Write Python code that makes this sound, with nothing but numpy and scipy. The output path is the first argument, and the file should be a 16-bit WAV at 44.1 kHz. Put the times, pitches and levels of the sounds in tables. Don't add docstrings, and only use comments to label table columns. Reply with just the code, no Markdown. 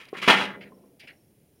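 import sys
import numpy as np
from scipy import signal
from scipy.fft import rfft, irfft
from scipy.io import wavfile

SR = 44100
rng = np.random.default_rng(int(sys.argv[2]) if len(sys.argv) > 2 else 0)


def to_wav(sig):
    pcm = np.clip(np.atleast_2d(sig), -1, 1) * 32767
    pcm = np.round(pcm).astype(np.int16)
    wavfile.write(sys.argv[1], SR, pcm.T)


N = 70560
T = np.arange(N) / SR

# (time [s], level [dB], push length [s])
LANDING_BLOWS = [(0.2768, -7, .0026), (0.2818, -11.5, 0.0011)]
# (frequency [Hz], relative level [dB])
THUD_TONE = [(30, -35), (90, -14.5), (170, 1), (280, -1.5), (430, -4.5), (800, -1.5), (1300, -12),
             (3000, -33.5)]
# (time [s], level [dB])
EDGE_KNOCKS = [(0.129, -20), (.150, -31.5)]
# (frequency [Hz], relative level [dB], fade [s])
KNOCK_NOTES = [(415, 0, .028), (775, -19, .11), (1085, -17, .08)]
# (frequency [Hz], relative level [dB], fade [s])
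BLOCK_NOTES = [(785, -1, .15), (845, 2, .1), (1020, -7, .12), (1225, -4, .18), (1409, -1, .18),
               (1599, -3, .18), (1856, -1, .18), (2017, 1, .16), (2300, 1, .2), (2400, -1, .16),
               (2954, 0, .2), (3181, -1, .2), (3360, 2, .1), (3866, 1, .18), (4087, 2, .18)]
# (frequency [Hz], relative level [dB], fade [s])
TRAILER_NOTES = [(196, -14, .68), (275, -32, .6), (612, -19, .5), (778, -28, .6)]

# (frequency [Hz], relative level [dB])
CRUNCH_STROKES = [(.2765, -16.5, 0.00053, 0.015, .05), (.281, -12.5, .002, 0.021, 0.27),
                  (.366, -27, 0.0035, 0.055, 0.2), (.448, -31.5, .004, 0.0053, 0.035)]
CRUNCH_TONE = [(30, -43.5), (60, -27), (170, -4), (450, -2.5), (850, 0), (1200, 0.5), (2000, 1), (3200, 0),
               (4200, -9.5), (5500, -17.5), (7000, -24), (9300, -23), (11000, -34.5), (15500, -35.5)]
SCRAPE_STROKES = [(-.004, -48, .004, .02, .25), (.082, -55, .003, 0.002, .06),
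                  (.132, -50.5, .004, .025, .2), (.166, -37.5, .004, .012, 0.18),
                  (.216, -31, .003, .006, .1), (.222, -28.5, .006, .012, .15),
                  (.263, -30.5, .002, .004, .06)]
SCRAPE_TONE = [(40, -33.5), (80, -25), (200, -1), (550, -6.5), (800, -14), (1100, -3), (1600, -4.5),
               (2350, 2.5), (3300, -4.5), (4300, -11.5), (6500, -22.5), (9500, -24.5), (15500, -37)]
DULL_STROKES = [(.138, -42, .012, 0.011, .1), (.47, -44.5, 0.008, 0.029, .15),
                (.522, -46, 0.01, 0.026, 0.064)]
DULL_TONE = [(300, -4.5), (800, -15), (1080, 4), (1350, 0), (1750, 6), (2500, -6.5), (3400, -13.5),
             (5000, -33), (12000, -43)]
SCUFF_STROKES = [(0.606, -46, 0.0065, 0.019, 0.11, 0.94), (0.652, -56.5, 0.0031, 0.029, 0.087, 0.82),
                 (0.996, -52, 0.0042, 0.039, 0.17, 1.02), (1.071, -45, .003, 0.0098, 0.043, 0.97),
                 (1.083, -49, 0.0052, 0.014, 0.13, 0.89)]
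SCUFF_TONE = [(600, -25), (1200, -21), (1600, -2.5), (2300, 7.5), (3100, 0.5), (4000, -12), (5000, -8.5),
              (6300, -27), (9500, -33), (15500, -35)]
TICK_STROKES = [(.052, -52.5, .002, 0.0017, 0.011), (.084, -55, 0.0035, 0.0035, .03),
                (.994, -50, 0.0038, 0.0033, 0.084), (1.075, -56, .002, 0.0036, .05)]
TICK_TONE = [(1000, -25), (2500, 3), (5000, 3), (6500, -14.5), (9500, -7), (15500, -23)]
STEP_STROKES = [(.066, -58, 0.0032, 0.0069, 0.08), (1.03, -54, 0.0073, 0.007, 0.2),
                (1.095, -60, 0.0017, 0.021, .5)]
STEP_TONE = [(50, -15.5), (130, -5.5), (330, -2.5), (600, -0.5), (900, -13), (2000, -34)]

# (time [s], level [dB])
LOOSE_TAPS = [(.721, -47.5), (.778, -65), (0.838, -60)]
# (frequency [Hz], relative level [dB], fade [s])
TAIL_BANDS = [(70, -10.5, 0.38), (180, -10.5, 1.4), (453, -10.5, 1.29), (750, -14.5, 0.39),
              (1200, -9, 0.32), (2200, -8, 0.2), (4500, -18, 0.29), (10000, -21, 0.19)]
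# (start [s], end [s])
INSECT_TRILLS = [(.71, .9), (1.13, 1.31), (1.56, 1.62)]
# (frequency [Hz], relative level [dB])
YARD_TONE = [(25, 2.5), (60, -3.5), (130, 2.5), (250, -1), (450, -5.5), (750, -16.5), (1200, -28.5),
             (2300, -23.5), (4000, -27), (7000, -29), (10000, -21.5), (15500, -24.5)]
# (frequency [Hz], width [Hz])
MIC_NOTCHES = [(3680, 100), (4380, 130), (7620, 120), (8040, 520), (11750, 600)]

RATTLE_DB, RATTLE_T60_S = -3.5, .17
KNOCK_CONTACT_S, KNOCK_LOW_CUT_HZ = .00055, 250
GRAINS_PER_S, GRAIN_SPREAD_DB, JUDDER_DB, JUDDER_PER_S = 12000, 2.0, 1.0, 200
TRAILER_SWELL_S, TAIL_BUILD_S = .25, .013
INSECT_HZ, INSECT_SAG_HZ, INSECT_PULSES_PER_S = 5530, 120, 26
INSECT_DB, INSECT_UNEVEN_DB, YARD_DB = -77.5, 3.5, -61
MIC_LOW_CUT_HZ, MIC_HIGH_CUT_HZ = 68, 15900


def landing_force():
    return sum(from_db(db) * np.sin(2 * np.pi * ramp(start, length))
               for start, db, length in LANDING_BLOWS)


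def thud(force):
    body = tone_filter(THUD_TONE)
    thump = through(force, body / np.abs(rfft(body)).max())
    rattle = rms_one(rng.standard_normal(N) * dying(RATTLE_T60_S)) / np.sqrt(N)
    return thump + from_db(RATTLE_DB) * through(thump, rattle)


def knocks():
    force = sum(from_db(db) * np.sin(np.pi * ramp(start, KNOCK_CONTACT_S)) for start, db in EDGE_KNOCKS)
    pulse_area = 2 * KNOCK_CONTACT_S * SR / np.pi
    ring = sum((-1) ** k * from_db(db) * note(hz, t60) for k, (hz, db, t60) in enumerate(KNOCK_NOTES))
    return low_cut(through(force / pulse_area, ring), KNOCK_LOW_CUT_HZ)


def rubbing(strokes, tone):
    sizes = from_db(GRAIN_SPREAD_DB * np.minimum(rng.exponential(1, N), 4))
    signs = rng.choice([-1, 1], N)
    snaps = rng.random(N) < GRAINS_PER_S / SR
    judder = from_db(JUDDER_DB * drift(JUDDER_PER_S))
    grains = rms_one(sizes * signs * snaps * judder)
    power = 0
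    for start, db, rise, hold, t60 in strokes:
        fall_db = 60 * np.maximum(T - start - rise - hold, 0) / t60
        power += (ramp(start, rise) * from_db(db - fall_db)) ** 2
    return through(grains * np.sqrt(power), tone_filter(tone))


def hollow_block(rub):
    ring_db = 4.5
    ring = sum((-1) ** k * from_db(db + ring_db) * note(hz, t60) * 2 / dying(t60).sum()
               for k, (hz, db, t60) in enumerate(BLOCK_NOTES))
    return rub + through(rub, ring)


def trailer(force):
    steel = sum(from_db(db) * note(hz, t60) for hz, db, t60 in TRAILER_NOTES)
    swell = 1 - np.exp(-T / TRAILER_SWELL_S)
    push = np.abs(force)
    return through(push / push.sum(), steel * swell)


def scuffs():
    return sum(rubbing([stroke], [(hz * pitch, db) for hz, db in SCUFF_TONE])
               for *stroke, pitch in SCUFF_STROKES)


def taps():
    touches = sum(from_db(db) * (np.arange(N) == int(start * SR)) for start, db in LOOSE_TAPS)
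    return through(touches, note(hz=1042, t60=.067))


def lingering(sound):
    edges_hz = np.geomspace(45, 17000, 15)
    noise = rng.standard_normal((2, N))
    build = 1 - np.exp(-T / TAIL_BUILD_S)
    tail = 0
    for k, (low, high) in enumerate(zip(edges_hz, edges_hz[1:])):
        hz = np.sqrt(low * high)
        shape = rms_one(dying(at_hz(TAIL_BANDS, hz, column=2)) * build) / np.sqrt(N)
        band = signal.sosfilt(signal.butter(2, [low, high], "band", fs=SR, output="sos"), noise[k % 2])
        tail += from_db(at_hz(TAIL_BANDS, hz)) * shape * band
    return through(sound, tail)


def insect():
    cycle = (T * INSECT_PULSES_PER_S) % 1
    singing = sum((T > start) & (T < end) for start, end in INSECT_TRILLS)
    pulses = singing * np.sin(np.pi * cycle) ** 2
    hz = INSECT_HZ - INSECT_SAG_HZ * (cycle - .5 + .5 * drift(150))
    loudness = from_db(INSECT_DB + INSECT_UNEVEN_DB * drift(20))
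    return loudness * pulses * np.sin(2 * np.pi * np.cumsum(hz) / SR)


def yard():
    return from_db(YARD_DB) * irfft(rfft(rng.standard_normal(N)) * rfft(tone_filter(YARD_TONE)))


def from_db(db):
    return 10 ** (np.asarray(db) / 20)


def rms_one(x):
    return x / np.sqrt(np.mean(x ** 2) + 1e-20)


def at_hz(table, hz, column=1):
    rows = np.array(table)
    return np.interp(np.log(np.maximum(hz, 1)), np.log(rows[:, 0]), rows[:, column])


def through(x, response):
    return signal.fftconvolve(x, response)[:N]


def tone_filter(tone):
    gains = from_db(at_hz(tone, np.arange(N // 2 + 1) * SR / N))
    cepstrum = irfft(np.log(gains))
    cepstrum[1:N // 2] *= 2
    cepstrum[N // 2 + 1:] = 0
    return rms_one(irfft(np.exp(rfft(cepstrum)))) / np.sqrt(N)


def low_cut(x, hz):
    return signal.sosfilt(signal.butter(2, hz, "high", fs=SR, output="sos"), x)


def ramp(start, length):
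    return np.clip((T - start) / length, 0, 1)


def dying(t60):
    return from_db(-60 * T / max(t60, .002))


def note(hz, t60):
    return np.sin(2 * np.pi * hz * T) * dying(t60)


def drift(per_second):
    return rms_one(np.interp(T * per_second, np.arange(N), rng.standard_normal(N)))


def scene():
    force = landing_force()
    landing = knocks() + thud(force)
    landing += hollow_block(rubbing(SCRAPE_STROKES, SCRAPE_TONE) + rubbing(CRUNCH_STROKES, CRUNCH_TONE))
    small = hollow_block(rubbing(DULL_STROKES, DULL_TONE)) + scuffs()
    small += rubbing(TICK_STROKES, TICK_TONE) + rubbing(STEP_STROKES, STEP_TONE) + taps()
    tail = lingering(landing + from_db(-12.5) * small)
    return (landing + trailer(force) + small + tail + yard() + insect())[None]


def record(dry):
    sound = low_cut(dry, MIC_LOW_CUT_HZ)
    for hz, width in MIC_NOTCHES:
        sound = signal.lfilter(*signal.iirnotch(hz, hz / width, fs=SR), sound)
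    rounded = 1.1 * np.tanh(sound / 1.1)
    return signal.sosfilt(signal.ellip(12, .1, 80, MIC_HIGH_CUT_HZ, fs=SR, output="sos"), rounded)


dry = scene()
out = record(dry)
to_wav(out)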